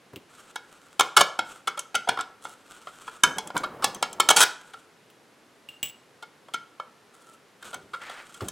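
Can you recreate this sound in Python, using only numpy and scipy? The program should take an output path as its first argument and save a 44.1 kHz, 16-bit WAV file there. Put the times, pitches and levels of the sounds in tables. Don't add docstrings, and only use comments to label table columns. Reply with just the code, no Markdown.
import sys
import numpy as np
from scipy import signal
from scipy.fft import rfft, irfft
from scipy.io import wavfile
from scipy.ndimage import uniform_filter1d

SR = 44100
rng = np.random.default_rng(int(sys.argv[2]) if len(sys.argv) > 2 else 0)


def inscribe(sig):
    pcm = np.round(np.clip(np.atleast_2d(sig).T, -1, 1) * 32767)
    wavfile.write(sys.argv[1], SR, pcm.astype(np.int16))


N = 375291


def gain_of(db):
    return 10 ** (np.asarray(db) / 20)


def evened(x):
    return x / np.sqrt(np.mean(x ** 2) + 1e-20)


def read(points, hz):
    point_hz, value = np.transpose(points)
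    return np.interp(np.log(hz + 1), np.log(point_hz + 1), value)


def add(mix, start_s, sound):
    part = mix[max(round(start_s * SR), 0):][:len(sound)]
    part += sound[:len(part)]


def colour(x, points, size=2048):
    log_gain = np.log(gain_of(read(points, abs(np.fft.fftfreq(size, 1 / SR)))))
    taps = np.fft.ifft(np.exp(np.conj(signal.hilbert(log_gain)))).real
    return signal.oaconvolve(x, taps)[:len(x)]


def band_energy(x, lo_hz, hi_hz):
    hz = np.fft.rfftfreq(len(x), 1 / SR)
    in_band = (hz > lo_hz) & (hz < hi_hz)
    return 2 * np.sum(abs(rfft(x)[in_band]) ** 2) / len(x)


def ring(modes, t, detune, scatter_db):
    hz, width_hz, db = np.transpose(modes)[:, :, None]
    shift, strength, sign = rng.standard_normal((3, len(hz), 1))
    size = np.sign(sign) * gain_of(db + scatter_db * strength) * 2 * np.pi * width_hz / SR
    decay = np.exp(-np.pi * width_hz * t)
    tone = np.cos(2 * np.pi * hz * (1 + detune * shift) * t)
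    return np.sum(size * decay * tone, 0)


def friction(stroke, spectrum, snags_per_s, snag_db, uneven_db):
    snags = (rng.random(N) < snags_per_s / SR) * rng.standard_normal(N)
    grain = rng.standard_normal(N) + gain_of(snag_db) * evened(snags)
    drift = uniform_filter1d(rng.standard_normal(N), size=700)
    pressure = evened(uniform_filter1d(drift, size=400))
    return stroke * gain_of(uneven_db * pressure) * evened(colour(grain, spectrum))


def strokes(rows, attack_s, release_s):
    t = np.arange(N) / SR
    envelope = np.zeros(N)
    for start_s, length_s, db in rows:
        attack = np.clip((t - start_s) / attack_s, 0, 1)
        release = np.exp(-np.maximum(t - start_s - length_s, 0) / release_s)
        envelope += gain_of(db) * attack * release
    return envelope


# frequency in Hz, level in dB per Hz.
AIR_SPECTRUM = [(15, -60.5), (123, -12.5), (450, -8.5), (650, -13.5), (1520, -15.5), (11300, -32.5),
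                (16000, -47)]
AIR_DB = -58


def air():
    return gain_of(AIR_DB) * evened(colour(rng.standard_normal(N), AIR_SPECTRUM))


# start in seconds, level in dB, decay in seconds, lowest frequency in Hz.
BENCH_BUMPS = [(.131, -38, 0.0048, 120), (0.16, -40, 0.009, 130), (7.751, -50, 0.082, 79),
               (8.414, -31.5, 0.035, 30)]
# frequency in Hz, level in dB per Hz.
BENCH_SPECTRUM = [(30, -22), (80, -0.5), (380, -1.5), (600, -10.5), (6000, -40)]


def bumps():
    out, t = np.zeros(N), np.arange(SR // 3) / SR
    for start_s, db, decay_s, lowest_hz in BENCH_BUMPS:
        impulse = 1. * (t == 0)
        highpass = signal.butter(2, lowest_hz, "highpass", fs=SR)
        thump = signal.lfilter(*highpass, colour(impulse, BENCH_SPECTRUM))
        thump /= np.linalg.norm(thump)
        swell = np.minimum(t / .003, 1) * np.exp(-np.maximum(t - .008, 0) / decay_s)
        push = swell * rng.standard_normal(len(t))
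        add(out, start_s, gain_of(db) * signal.fftconvolve(push, thump))
    return out


# start in seconds, level in dB, hardness 0-1, finger damping factor (1 = free).
PIECE_CLINKS = [(5.101, -41, 0, 16), (0.16, -29, 0.18, 15), (5.688, -32, 0, 1.2),
                (5.8296, -14.5, 0.83, 1.23)]
# frequency in Hz, width in Hz, level in dB at a soft
# touch, level in dB at a hard touch.
PIECE_MODES = [(2810, 29, 9, -0.5), (2865, 16, -12, 3), (7790, 22, -8, -2.5), (7820, 34, -34, 5),
               (15500, 38, -55, 8)]
# frequency in Hz, level in dB per Hz.
TOUCH_SPECTRUM = [(30, -19), (150, 0.5), (1600, -9.5), (3000, 6.5), (4500, -11.5), (16000, -9)]
TOUCH_DECAY_S, TOUCH_DB = 0.0074, -11.5
BOUNCE_GAP_S, BOUNCE_DB, BOUNCE_FADE_DB_PER_S = 0.0089, -8.5, -150


def small_piece(count=8):
    out, t = np.zeros(N), np.arange(SR // 2) / SR
    for start_s, db, hardness, damping in PIECE_CLINKS:
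        modes = [(hz, width_hz * damping, soft_db + (hard_db - soft_db) * hardness)
                 for hz, width_hz, soft_db, hard_db in PIECE_MODES]
        tone = ring(modes, t, detune=0, scatter_db=0)
        tick = evened(colour(rng.standard_normal(len(t)), TOUCH_SPECTRUM)) * np.exp(-t / TOUCH_DECAY_S)
        sound = gain_of(db) * (tone / abs(tone).max() + gain_of(TOUCH_DB) * tick)
        add(out, start_s, sound)
        for late_s in np.cumsum(BOUNCE_GAP_S * (.5 + rng.random(count))):
            bounce_gain = gain_of(BOUNCE_DB + BOUNCE_FADE_DB_PER_S * late_s) / damping
            add(out, start_s + late_s, bounce_gain * sound)
    return out


# start in seconds, length in seconds, level in dB.
GLOVE_STROKES = [(.27, 0.22, -54), (.62, 0.35, -60.5), (1.44, 0.02, -38), (2.4, 0.15, -56.5),
                 (2.64, 0.54, -54), (4.55, 0.25, -60), (7.6, 0.13, -49.5), (7.9, 0.79, -53.5)]
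# frequency in Hz, level in dB per Hz.
GLOVE_SPECTRUM = [(100, -4.5), (600, 1.5), (1000, 1), (1400, 13), (1800, -5.5), (3200, 1), (5000, -9),
                  (8000, -1), (11000, -12), (16000, -24)]
BRUSH_ATTACK_S, BRUSH_RELEASE_S = 0.063, 0.058


def gloves():
    stroke = strokes(GLOVE_STROKES, BRUSH_ATTACK_S, BRUSH_RELEASE_S)
    return friction(stroke, GLOVE_SPECTRUM, snags_per_s=45, snag_db=-6.5, uneven_db=3.0)


EASE_DB_PER_S = -120


def chatter(t, contact_s, rise_s, release_s, spikiness, order=3):
    graze = np.exp(np.minimum(t, 0) / rise_s - np.maximum(t - contact_s, 0) / release_s)
    press = graze * gain_of(EASE_DB_PER_S * t)
    clumps = gain_of(2 * evened(uniform_filter1d(rng.standard_normal(len(t)), size=70)))
    impacts = rng.standard_normal(len(t)) * np.exp(spikiness * rng.standard_normal(len(t)))
    force = press * clumps * impacts
    for _ in range(order):
        z = rfft(force)
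        z /= np.sqrt(uniform_filter1d(abs(z) ** 2, size=len(t) // 50, mode="mirror") + 1e-12)
        force = irfft(z, len(t)) * (t < contact_s + 5 * release_s)
    return force / np.linalg.norm(force)


# frequency in Hz, level in dB per Hz.
SHEET_SPECTRUM = [(200, -20), (1900, -5), (3300, -5), (7000, -5.5), (16000, -22)]
SHEET_WIDTH_HZ, SHEET_LOSS_HZ_PER_HZ, SHEET_DB = 9.6, 0.0033, -9.5


def sheet_wash(size):
    hz, t, z = signal.stft(rng.standard_normal(size), SR, nperseg=256)
    width_hz = SHEET_WIDTH_HZ + SHEET_LOSS_HZ_PER_HZ * hz[:, None]
    wash = signal.istft(z * np.exp(-np.pi * width_hz * t), SR, nperseg=256)[1][:size]
    return gain_of(SHEET_DB) * colour(wash / np.linalg.norm(wash), SHEET_SPECTRUM)


# frequency in Hz, width in Hz, level in dB.
COVER_MODES = [(456, 16, -13), (764, 87, -3.5), (862, 90, -7), (998, 37, -2), (1110, 160, -4.5),
               (1695, 38, -3), (2206, 31, 2), (3110, 87, -2), (3330, 80, -3), (3660, 71, -8),
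               (4430, 73, -12), (5340, 45, -7.5), (6280, 40, -1.5), (7600, 97, -4.5), (9700, 110, -13)]
# frequency in Hz, width in Hz, level in dB.
FLANGE_MODES = [(1333, 25.2, 2.5), (1408, 29, 0), (1383, 9, 6.5)]
# frequency in Hz, level in dB per Hz.
CLACK_SPECTRUM = [(160, -25.5), (400, -8), (900, -1), (1350, 1.5), (1900, -18), (3200, -2), (4800, -11),
                  (8000, -2.5), (11000, -8.5), (12500, -19.5), (16000, -19)]
# low limit in Hz, high limit in Hz.
REGISTER_BANDS = [(120, 550), (600, 1150), (1200, 1600), (1700, 2600), (2700, 5400), (5500, 15000)]
CLACK_DB, MODES_DB = -3.0, 6
RASP_BLUR_DB_PER_S = 218
FLANGE_FREE_DB, FLANGE_CHOKE_DB, GRIP_WIDENS_HZ = 12, 18, 30
BODY_FREE_DB, BODY_GRIP_DB = -14.5, 23.5
THUD_FREE_DB, THUD_GRIP_DB = -20.5, 9
BOLT_OUT_S, BOLT_DAMPING, BOLT_STIFFENING = 4.6, 1.88, 0.0066


def knock(start_s, contact_s, db, edge_db, grip):
    t = np.arange(12288) / SR - .003
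    force = chatter(t, contact_s, rise_s=.0003, release_s=.0012, spikiness=.4)
    stiffer, damper = (1 + BOLT_STIFFENING, BOLT_DAMPING) if start_s < BOLT_OUT_S else (1, 1)
    flange_db = FLANGE_FREE_DB - FLANGE_CHOKE_DB * grip
    flange = [(hz * stiffer, width_hz * damper + GRIP_WIDENS_HZ * grip, level_db + flange_db)
              for hz, width_hz, level_db in FLANGE_MODES]
    rings = ring(COVER_MODES + flange, t - t[0], detune=.002 + .018 * grip, scatter_db=3)
    modes = gain_of(MODES_DB - RASP_BLUR_DB_PER_S * contact_s) * rings + sheet_wash(size=len(t))
    clack = gain_of(CLACK_DB) * colour(force, CLACK_SPECTRUM)
    sound = clack + signal.fftconvolve(force, modes)[:len(t)]
    body = 1 / (1 + gain_of(-BODY_FREE_DB - BODY_GRIP_DB * grip) ** 2)
    share_db = np.array([THUD_FREE_DB + THUD_GRIP_DB * grip,
                         10 * np.log10(body),
                         10 * np.log10(1 - body),
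                         0.3 * edge_db - 7.5,
                         0.5 * edge_db - 0.5,
                         edge_db])
    energy = np.array([band_energy(sound, *band) for band in REGISTER_BANDS])
    power = energy / ((contact_s + .006) * SR)
    levels_db = db + share_db - 10 * np.log10(power)
    shape = [(40, levels_db[0] - 28)]
    for (lo_hz, hi_hz), level_db in zip(REGISTER_BANDS, levels_db):
        shape += [(lo_hz * 1.08, level_db), (hi_hz / 1.08, level_db)]
    return start_s + t[0], colour(sound, shape)


# start in seconds, contact in seconds, clack
# level in dB, sharp edge in dB above the clack, grip on the cover 0-1.
COVER_KNOCKS = [(0.5584, 0.0032, -31.5, -9, 0.52), (0.9958, 0.0022, -15.5, -6, 0.6),
                (1.0081, 0.0021, -15.5, -7.5, 0.67), (1.1671, 0.012, -12, -7.5, 0.31),
                (1.184, 0.02, -22, -10.5, 0.47), (1.2084, 0.0074, -14.5, -6.5, 0.77),
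                (1.39, 0.0024, -19, -15.5, 0.45), (1.674, 0.008, -23, -12, 0.29),
                (1.774, 0.006, -32, -15, 0.33), (1.945, 0.0017, -23.5, -21, 0.37),
                (1.952, 0.0048, -21.5, -6, 0.05), (2.0735, 0.0057, -27.5, -30, 1),
                (2.088, 0.006, -18.5, -11.5, 0.65), (2.114, 0.0041, -40, -34, .9),
                (2.1734, 0.0033, -28, -28, 0.57), (2.188, 0.0048, -27, -24, 0.43),
                (2.198, .005, -29, -25, 0.3), (2.2093, 0.0015, -34, -2, 0.7),
                (2.4524, 0.002, -32, -24, 0.46), (2.871, 0.0029, -35.5, -22, 0.43),
                (3.0778, 0.006, -33.5, -24.5, 0.52), (3.236, 0.0013, -12, -2.5, 0.41),
                (3.3837, 0.00054, -28.5, -0.5, 0.93), (3.5032, 0.0012, -34, -26.5, 0.77),
                (3.566, 0.0041, -23, -17.5, 0.57), (3.635, 0.011, -26.5, -22, 0.4),
                (3.823, 0.017, -32, -14.5, 0.6), (3.843, 0.0036, -20, -1.5, 1),
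                (4.0266, 0.002, -20, -7, 0.7), (4.2, 0.0065, -16.5, -5.5, 0.56),
                (4.2889, 0.0026, -16, 1, 0.33), (4.302, .012, -16.5, -2.5, 0.8),
                (4.363, 0.038, -22, 1, 0.59), (4.4039, 0.036, -18.5, 0, 0.35),
                (4.7352, 0.0078, -40, -17, 0.22), (6.225, 0.01, -39.5, -15.5, 0.41),
                (6.484, 0.0025, -45, -22, 0.9), (6.538, 0.0076, -26, -12.5, 0.03),
                (6.799, 0.00079, -29, -27.5, 0.53), (7.6264, 0.0042, -43, -9, 0.13),
                (7.7306, 0.02, -37, -17.5, 0.38), (7.9343, 0.018, -31.5, -25.5, 0.1),
                (8.016, 0.0043, -42.5, -14, 0.3), (8.095, 0.0072, -39, -14.5, 0.56),
                (8.342, .009, -50, 0, 0), (8.4067, 0.004, -37, -13.5, 0.5)]
# start in seconds, edge level in dB.
THREAD_TICKS = [(1.793, -28.5), (2.447, -44.5), (3.474, -39), (3.577, -30.5), (3.947, -36.5), (4.1294, -39),
                (7.744, -38), (8.485, -31.5)]
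TICK_CONTACT_S, TICK_EDGE_DB, TICK_GRIP = 0.001276, 12, 0.93


def cover():
    out = np.zeros(N)
    for row in COVER_KNOCKS:
        add(out, *knock(*row))
    for start_s, db in THREAD_TICKS:
        add(out, *knock(start_s, TICK_CONTACT_S, db - TICK_EDGE_DB, TICK_EDGE_DB, TICK_GRIP))
    return out


# start in seconds, length in seconds, level in dB.
GRIND_PUSHES = [(2.06, 0.083, -52.5), (3.23, 0.044, -37), (3.54, 0.015, -36.5), (3.75, 0.55, -50.5)]
# frequency in Hz, level in dB per Hz.
CORE_SPECTRUM = [(50, -13), (175, 1.5), (950, -1), (1600, -10), (5000, -33)]
PUSH_ATTACK_S, PUSH_RELEASE_S = 0.019, 0.13


def grind():
    stroke = strokes(GRIND_PUSHES, PUSH_ATTACK_S, PUSH_RELEASE_S)
    return friction(stroke, CORE_SPECTRUM, snags_per_s=300, snag_db=-8.5, uneven_db=4.0)


# start in seconds, length in seconds, level in dB.
COVER_SLIDES = [(2.41, 0.128, -54), (7.125, 0.222, -58.5)]
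SLIDE_RAMP_S, SLIDE_RING_DB = 0.014, 14.5


def slides():
    scrape = friction(1, CLACK_SPECTRUM, snags_per_s=220, snag_db=1, uneven_db=-3.0)
    flange = ring(FLANGE_MODES, np.arange(SR // 2) / SR, detune=0, scatter_db=0)
    hum = gain_of(SLIDE_RING_DB) * signal.oaconvolve(scrape, flange)[:N]
    return strokes(COVER_SLIDES, SLIDE_RAMP_S, SLIDE_RAMP_S) * evened(scrape + hum)


# start in seconds, length in seconds, level in dB.
CORE_DRAG = (7.995, 0.21, -44.5)
# frequency in Hz, level in dB per Hz.
MAT_SPECTRUM = [(100, -17), (1800, 2.5), (5000, -14.5), (14000, -36)]
DRAG_RAMP_S = 0.028


def drag():
    stroke = strokes([CORE_DRAG], DRAG_RAMP_S, DRAG_RAMP_S)
    return friction(stroke, MAT_SPECTRUM, snags_per_s=300, snag_db=-5, uneven_db=1.0)


# frequency in Hz, t60 in seconds.
ROOM_T60 = [(150, 0.25), (1400, 0.48), (3500, 0.33), (8000, 0.37), (15000, 0.2)]
# frequency in Hz, level in dB.
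ROOM_SEND_SPECTRUM = [(100, -12.5), (400, -8), (1200, -14.5), (5000, -13), (9000, -22), (15000, -14)]


def room(x, count=3):
    out = np.zeros(N)
    for k in range(count):
        taps = np.zeros(SR)
        at = np.arange(300, SR - 16, 16)
        taps[at + rng.integers(0, 16, len(at))] = rng.choice([-1., 1.], len(at))
        hz, t, z = signal.stft(taps, SR, nperseg=256)
        decay = gain_of(-60 * t / read(ROOM_T60, hz)[:, None])
        tail = signal.istft(z * decay, SR, nperseg=256)[1]
        share = np.sqrt(2 / count) * np.cos(np.pi * (7 * np.arange(N) / SR + k / count))
        response = colour(tail / np.linalg.norm(tail), ROOM_SEND_SPECTRUM)
        out += signal.fftconvolve(x * share, response)[:N]
    return out


def scene():
    direct = bumps() + small_piece() + gloves() + cover() + grind() + slides() + drag()
    mid = direct + room(direct) + air()
    spacing = gain_of(-24.0) * np.gradient(direct)
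    side = gain_of(-20.0) * room(direct) + spacing + gain_of(-11) * air()
    return np.array([mid + side, mid - side])


BAND_LIMIT_HZ = 16200


def record(dry):
    lowpass = signal.firwin(255, BAND_LIMIT_HZ, window=("kaiser", 9), fs=SR)
    return signal.oaconvolve(np.clip(dry, -1, 1), lowpass[None], "same")


dry = scene()
out = record(dry)
inscribe(out)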